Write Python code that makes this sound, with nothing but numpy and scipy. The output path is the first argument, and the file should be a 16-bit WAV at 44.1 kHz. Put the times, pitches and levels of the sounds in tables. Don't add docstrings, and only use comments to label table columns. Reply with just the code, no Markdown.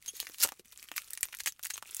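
import sys
import numpy as np
from scipy import signal
from scipy.fft import rfft, irfft
from scipy.io import wavfile
from scipy.ndimage import uniform_filter1d

SR = 44100
rng = np.random.default_rng(int(sys.argv[2]) if len(sys.argv) > 2 else 0)


def transcribe(signal):
    frames = np.atleast_2d(signal).T
    limited = np.clip(frames, -1, 1)
    pcm = np.round(limited * 32767).astype(np.int16)
    wavfile.write(sys.argv[1], SR, pcm)


N = 88200
TIME = np.arange(N) / SR
CUTOFF_HZ = 15800
KERNEL = 512
KERNEL_HZ = np.maximum(np.arange(KERNEL // 2 + 1) * SR / KERNEL, 40)
BEND_DELAY_S = 0.000565
RING_OCTAVES = 0.28


def from_db(db):
    return 10 ** (np.asarray(db) / 20)


def rms_one(x):
    return x / np.sqrt(np.mean(x ** 2) + 1e-20)


def at_hz(points, hz):
    point_hz, point_db = np.transpose(points)
    return np.interp(np.log(np.maximum(hz, 1)), np.log(point_hz), point_db)


def add(out, start_s, sound):
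    i = int(np.clip(start_s * SR, 0, N - 1))
    out[i:i + len(sound)] += sound[:N - i]


def dying_noise(db, t60, delay_s, size):
    t = TIME[:size]
    echoes = rng.standard_normal(size) * from_db(-60 * t / t60) * (t > delay_s)
    return from_db(db) * echoes / np.sqrt(np.sum(echoes ** 2) + 1e-20)


def resonance(hz):
    return 1 / (1 + (np.log2(KERNEL_HZ / hz) / RING_OCTAVES) ** 2)


def tick(db, ripple_db, count=26):
    ripple_hz = np.linspace(np.log(KERNEL_HZ[1]), np.log(CUTOFF_HZ), count)
    ripple = np.interp(np.log(KERNEL_HZ), ripple_hz, rng.standard_normal(count))
    cepstrum = irfft(np.log(from_db(db + ripple_db * ripple)))
    cepstrum[1:KERNEL // 2] *= 2
    cepstrum[KERNEL // 2 + 1:] = 0
    lag = 4 * np.pi * BEND_DELAY_S * np.sqrt(1000 * KERNEL_HZ)
    click = irfft(np.exp(rfft(cepstrum) - 1j * lag))
    return click * rng.choice([-1, 1])


GRAIN_RING_DB, GRAIN_RIPPLE_DB = 16, 5
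GRAIN_LOW_HZ, GRAIN_HIGH_HZ = 1900, 13000


def grains(spectrum, per_s, spread_db, count=24):
    sizes = from_db(spread_db * np.minimum(rng.exponential(1, N), 4))
    sizes = sizes * rng.choice([-1, 1], N)
    clicks = sizes * (rng.random(N) < per_s / SR)
    dealt = rng.integers(0, count, N)
    out = np.zeros(N)
    for k, hz in enumerate(np.geomspace(GRAIN_LOW_HZ, GRAIN_HIGH_HZ, count)):
        colour_db = at_hz(spectrum, KERNEL_HZ) + GRAIN_RING_DB * resonance(hz)
        facet = rms_one(tick(colour_db, GRAIN_RIPPLE_DB))
        out += signal.oaconvolve(clicks * (dealt == k), facet)[:N]
    return rms_one(out)


FLOOR_DB = -75.5
# frequency_hz, density_db
FLOOR_SPECTRUM = [(20, -2.5), (50, 3), (90, -0.5), (200, -9), (500, -19), (2000, -24), (16000, -32)]


def room_tone():
    colour = from_db(at_hz(FLOOR_SPECTRUM, np.arange(N // 2 + 1) * SR / N))
    noise = irfft(rfft(rng.standard_normal(N)) * colour, N)
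    return from_db(FLOOR_DB) * rms_one(noise)


NEAR_DB, NEAR_T60_S, NEAR_DELAY_S = -8, 0.045, 0.0014
ROOM_DB, ROOM_T60_S, ROOM_DELAY_S = -40.5, 0.4, 0.031


def reflections(x, db, t60, delay_s, count=16, size=12000):
    out, step = np.zeros(N), N // count
    for i in range(0, count * step, step):
        echoes = dying_noise(db, t60, delay_s, size=size)
        add(out, i / SR, signal.fftconvolve(x[i:i + step], echoes))
    return out


RUSTLE_PER_S, RUSTLE_SPREAD_DB = 2100, 5.5
# time_s, rms_db
HANDLING = [(0, -64.5), (.045, -60.5), (.14, -66), (.29, -52), (.37, -63), (.52, -62.5), (.56, -63.5),
            (.59, -64), (.638, -93), (.648, -60.5), (.73, -61), (.77, -59), (.87, -60.5), (1.0, -54),
            (1.09, -57), (1.17, -59.5), (1.3, -58), (1.37, -64), (1.51, -79), (1.555, -71.5), (1.61, -66.5),
            (1.69, -74), (1.81, -68.5), (1.845, -63.5), (1.87, -55.5), (1.93, -50), (2, -75)]
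# frequency_hz, density_db
RUSTLE_SPECTRUM = [(100, -35), (300, -4), (700, -11.5), (1300, -1), (2200, -5), (4000, -5.5), (7000, -1.5),
                   (11000, -0.5), (16000, -3)]


def rustle():
    level_db = np.interp(TIME, *np.transpose(HANDLING))
    return from_db(level_db) * grains(RUSTLE_SPECTRUM, RUSTLE_PER_S, RUSTLE_SPREAD_DB)


KNOCK_ATTACK_S = .002
# start_s, level_db, pitch_hz, t60_s
KNOCKS = [(.135, -43, 410, 0.014), (0.295, -38.5, 390, 0.016), (.443, -35, 546, 0.025),
          (0.448, -47.5, 400, 0.048), (0.459, -39.5, 268, 0.017), (0.524, -42, 275, 0.009),
          (.595, -44, 360, 0.028), (0.649, -59.5, 221.4, 0.053), (0.915, -43, 344, 0.024),
          (.21, -64.5, 55.3, .15), (1.23, -50, 172, 0.031), (1.231, -51, 62, 0.068),
          (1.42, -58, 59.4, 0.069), (1.781, -63, 54.3, 0.1)]
# ratio to the pitch, level_db
KNOCK_MODES = [(.58, -7.5), (1, 0.5), (1.3, -5.5)]


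def knocks(size=9000):
    out, t = np.zeros(N), TIME[:size]
    attack = 1 - np.exp(-t / KNOCK_ATTACK_S)
    for start_s, db, hz, t60 in KNOCKS:
        ring = np.zeros(size)
        for ratio, mode_db in KNOCK_MODES:
            ring += from_db(mode_db) * np.sin(2 * np.pi * (hz * ratio * t + rng.random()))
        add(out, start_s, ring * from_db(db - 60 * t / t60) * attack)
    return out


SQUEAK_RASP_HZ, SQUEAK_RASP_DB = (2650, 3400), -3.5
SQUEAK_FOURTH_DB = -13
SQUEAK_WAVER, SQUEAK_SHIMMER = .015, .3
SQUEAK_T60_S = .05
# start_s, held_rms_db, hold_s, pitch_hz, first_db, third_db
SQUEAKS = [(0.0797, -37.5, 0.0095, 3232, -13.5, -13.5), (0.0875, -41, 0.003, 3255, -11, -25),
           (0.097, -46, 0.0039, 3344, -1, 8), (0.152, -51, 0.008, 3260, -11, -5),
           (0.209, -48.5, 0.014, 3270, -4, -4), (1.4765, -34.5, 0.0043, 3264, -17, -11),
           (1.486, -40.5, 0.0023, 3820, -8, -12), (1.7368, -35.5, 0.0014, 3210, -30, -15),
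           (1.7398, -44, 0.002, 3300, -27, -20), (1.7393, -41.5, 0.0026, 4050, -9.5, -26)]


def squeaks(size=6000, order=40):
    out, t = np.zeros(N), TIME[:size]
    rasp_band = signal.butter(2, SQUEAK_RASP_HZ, "band", fs=SR, output="sos")
    for start_s, db, hold_s, hz, first_db, third_db in SQUEAKS:
        waver, force = rms_one(uniform_filter1d(rng.standard_normal((2, size)), order))
        phase = 2 * np.pi * np.cumsum(hz * (1 + SQUEAK_WAVER * waver)) / SR
        partials_db = [first_db, 0, third_db, third_db + SQUEAK_FOURTH_DB]
        tone = sum(from_db(part_db) * np.sin((k + 1) * phase) for k, part_db in enumerate(partials_db))
        rub = rms_one(signal.sosfilt(rasp_band, rng.standard_normal(size)))
        rasp = from_db(first_db + SQUEAK_RASP_DB) * rub
        slip = rms_one(tone * (1 + SQUEAK_SHIMMER * force) + rasp)
        add(out, start_s, slip * from_db(db - 60 * np.maximum(t - hold_s, 0) / SQUEAK_T60_S))
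    return out


CRACKLE_PER_S, CRACKLE_SPREAD_DB = 5800, -0.5
# crest_s, rms_db, rise_db_per_s, fall_db_per_s
CRUMPLES = [(0.063, -45.5, 3997, 898), (0.081, -42, 3000, 700), (0.162, -46.5, 493, 254),
            (0.203, -42, 2500, 398), (0.34, -50, 1200, 702), (0.403, -41, 652, 404),
            (0.433, -24.5, 1300, 669), (.492, -49, 2502, 1200), (0.596, -54, 1500, 1208),
            (0.829, -59, 515, 508), (0.97, -38, 1500, 598), (1.236, -35.5, 2501, 986),
            (1.326, -52.5, 2500, 504), (1.404, -44.5, 1095, 880), (1.441, -48.5, 2996, 900),
            (1.464, -31.5, 4004, 911), (1.478, -33, 1795, 915), (1.634, -45, 3497, 709),
            (1.656, -41, 1002, 613), (1.704, -36.5, 2194, 909), (1.74, -44.5, 4000, 698),
            (1.778, -45.5, 1304, 1102), (1.971, -47.5, 390, 184)]
# frequency_hz, density_db
CRACKLE_SPECTRUM = [(100, -39.5), (300, -15.5), (700, -15.5), (1300, -3), (2200, -7), (4000, -1.5),
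                    (7000, 1.5), (11000, 1.5), (16000, -0.5)]


def crackle():
    power = np.zeros(N)
    for crest_s, db, rise, fall in CRUMPLES:
        drop_db = np.maximum(rise * (crest_s - TIME), fall * (TIME - crest_s))
        power += from_db(db - drop_db) ** 2
    return np.sqrt(power) * grains(CRACKLE_SPECTRUM, CRACKLE_PER_S, CRACKLE_SPREAD_DB)


# start_s, level_db, pitch_hz, width_hz
POPS = [(0.2687, -16, 2020, 397), (0.916, -7, 960, 610), (0.9797, 6, 2610, 603), (1.2303, 2, 1900, 352),
        (1.3294, -4, 1950, 550), (1.341, -6.5, 1860, 900), (1.4604, 3.5, 1945, 700), (1.4728, 0, 2080, 796),
        (1.8255, -7, 1120, 600)]


def pops(size=1500):
    out = np.zeros(N)
    for start_s, db, hz, width_hz in POPS:
        edges_hz = hz * np.exp(np.array([-.5, .5]) * width_hz / hz)
        cell = signal.butter(2, edges_hz, "band", fs=SR, output="sos")
        ring = signal.sosfilt(cell, signal.unit_impulse(size))
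        add(out, start_s, from_db(db) * rng.choice([-1, 1]) * ring)
    return out


SNAP_RIPPLE_DB = 2
RIP_START_S, RIP_RATE_HZ = .4318, 1400
RIP_DB, RIP_JITTER = -4, 0.071
# frequency_hz, level_db
RIP_SPECTRUM = [(200, -27), (700, -4), (1300, -5.5), (3500, -2.5), (7000, 3), (11000, 2.5), (16000, 0.5)]


def tape_rip(count=13):
    out = np.zeros(N)
    slip = rms_one(tick(at_hz(RIP_SPECTRUM, KERNEL_HZ), SNAP_RIPPLE_DB)) / np.sqrt(KERNEL)
    order = np.arange(count)
    times = RIP_START_S + (order + RIP_JITTER * rng.standard_normal(count)) / RIP_RATE_HZ
    swells = np.sqrt(np.sin(np.pi * (order + .5) / count))
    for start_s, swell in zip(times, swells):
        add(out, start_s, from_db(RIP_DB) * swell * slip)
    return out


SNAP_DB = -0.14
SNAP_BASS_HZ, SNAP_DEEP_DB = 625, -10.5
SNAP_KNEE_HZ, SNAP_TOP_HZ, SNAP_TOP_DB = 1715, 10500, -0.5
RING_DB = 11
FLUTTER_DB, FLUTTER_T60_S = -4.5, 0.0057
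# frequency_hz, level_db
FILM_COLOUR = [(1200, -1), (2000, -1.5), (2800, 0), (4000, -2.5), (5800, -0.5), (8500, -1), (12000, -1)]
# start_s, level_db, treble_tilt_db_per_octave, bass_db, facet_ring_hz
SNAPS = [(0.025, -30.5, 0.5, -18, 2190), (0.0612, -23.5, 2.5, -3, 4240), (0.1686, -31.5, 13.5, -6, 3940),
         (0.1964, -28, -9, -31, 2980), (0.2015, -8.5, 4, -5, 3850), (0.2284, -25.5, -6, 0.5, 6490),
         (0.2691, -18.5, -5.5, -18.5, 4170), (0.2974, -26, 2, 4, 1430), (0.3447, -24, -2, -15, 2650),
         (0.3842, -21, 0, -17, 4440), (0.4017, -21, 7, 3, 4280), (0.4045, -15, 5.5, 3, 4710),
         (0.4095, -15, 3, -4, 5200), (0.4143, -19, 6, -6, 5200), (0.4164, -11, -2, -27, 4700),
         (0.4206, -13, -0.5, -16, 5100), (0.426, -15, 15, -27, 4500), (0.428, -11, -1, -17, 4340),
         (0.4288, -12.5, -1, -29, 4800), (0.44, -8.5, 0.5, -2.5, 11000), (0.4437, -10.5, 4, -5, 7100),
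         (0.4449, -24, 4, -1, 9000), (0.4489, -10, -4.5, 1.5, 7940), (0.4551, -18.5, -7, 3, 5060),
         (0.4608, -21, -2.5, 10, 13000), (0.4738, -16, 3, 5, 1250), (0.4843, -22, 1, 2, 1370),
         (0.4887, -16.5, -1.2, 3, 1490), (0.4898, -17, -0.2, -5, 1090), (0.5209, -18.5, -0.5, 6, 1290),
         (0.5957, -30, 0.5, 1, 2660), (0.7233, -30, 2, -5, 3770), (0.7278, -31, -2, -3.5, 7140),
         (0.7753, -26.5, -0.5, -25, 7400), (0.7962, -28.5, -3.5, -40, 4370), (0.8277, -24, 2.9, -3, 2160),
         (0.8406, -29, 4, 6.5, 2530), (0.887, -25.5, -3, -17, 3180), (0.9163, -17.5, -5.5, -12, 2900),
         (0.9631, -12.5, -5.5, -25, 13000), (0.9677, -23, 12, -5, 2920), (0.9796, -6.5, -6.5, -31, 6000),
         (1.0194, -24, -4, -46, 12600), (1.1064, -22, 1, -15, 10600), (1.1341, -13.5, 5, -13, 1800),
         (1.152, -25, 3.5, -25, 4730), (1.1752, -14, -4.5, -19, 9150), (1.2089, -24, 3.5, -14, 13000),
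         (1.2305, -8, 2, -12.5, 7900), (1.2314, -10, 3.5, -6, 2650), (1.2542, -21, -0.5, -4.5, 13000),
         (1.286, -28, -1.5, -1, 1140), (1.3262, -28.5, -5, -28, 2630), (1.3299, -20, -2.5, -12, 1980),
         (1.3429, -25.5, -4, -17, 2170), (1.3489, -17.5, 4, -6.5, 1900), (1.37, -25.5, 1, -9, 9500),
         (1.3877, -23, 4.5, -13, 2300), (1.3976, -24, -2, -31, 7230), (1.403, -13, -4.5, -19, 9600),
         (1.4062, -17, -3.5, -17, 6900), (1.4355, -28, 8, 5, 6200), (1.4606, -7, -3, -11, 8900),
         (1.473, -7.5, -4, -7.5, 7200), (1.4786, -11, 4, -3, 1900), (1.5225, -26, 1.5, -19, 6100),
         (1.5942, -26.5, 0.5, 6, 1520), (1.6295, -22, 3, -32, 5740), (1.635, -17, 4.5, -41, 3020),
         (1.646, -18, 3, -15, 1370), (1.6517, -14.5, 1, -15, 9100), (1.6575, -17, -3.5, -18.5, 1770),
         (1.6686, -18.5, 7.5, -18, 1800), (1.7026, -19, -2, -1, 7700), (1.7062, -11, -4, -21, 8150),
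         (1.7575, -24.5, -5, -9, 4320), (1.7689, -21.5, 1.5, -18, 2390), (1.7784, -15.5, -2, -12, 1330),
         (1.8254, -21.5, -0.5, 7.5, 4940), (1.857, -34.5, -5, -5, 2500), (1.9112, -26.5, 3, -20, 9800),
         (1.9466, -17, 4, -23, 9000), (1.9674, -20, 10.5, -25, 7150), (1.9961, -15, -1, -17, 5350)]


def octaves():
    return np.log2(np.clip(KERNEL_HZ, SNAP_KNEE_HZ, SNAP_TOP_HZ) / 5000)


def snaps():
    out = np.zeros(N)
    for start_s, db, tilt, bass_db, ring_hz in SNAPS:
        ends_db = at_hz([(100, bass_db + SNAP_DEEP_DB), (SNAP_BASS_HZ, bass_db), (SNAP_KNEE_HZ, 0),
                         (SNAP_TOP_HZ, 0), (CUTOFF_HZ, SNAP_TOP_DB)], KERNEL_HZ)
        colour_db = SNAP_DB + db + tilt * octaves() + ends_db
        colour_db = colour_db + at_hz(FILM_COLOUR, KERNEL_HZ) + RING_DB * resonance(ring_hz)
        click = tick(colour_db, SNAP_RIPPLE_DB)
        flutter = dying_noise(FLUTTER_DB, FLUTTER_T60_S, 0, size=1200)
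        add(out, start_s, click)
        add(out, start_s, signal.fftconvolve(click, flutter))
    return out


def scene():
    wrap = snaps() + pops() + tape_rip() + crackle() + rustle() + squeaks() + knocks()
    near = reflections(wrap, NEAR_DB, NEAR_T60_S, NEAR_DELAY_S)
    far = reflections(wrap, ROOM_DB, ROOM_T60_S, ROOM_DELAY_S)
    return (wrap + near + far + room_tone())[None]


def record(dry):
    low_pass = signal.ellip(10, .2, 70, CUTOFF_HZ, fs=SR, output="sos")
    return signal.sosfilt(low_pass, dry)


dry = scene()
out = record(dry)
transcribe(out)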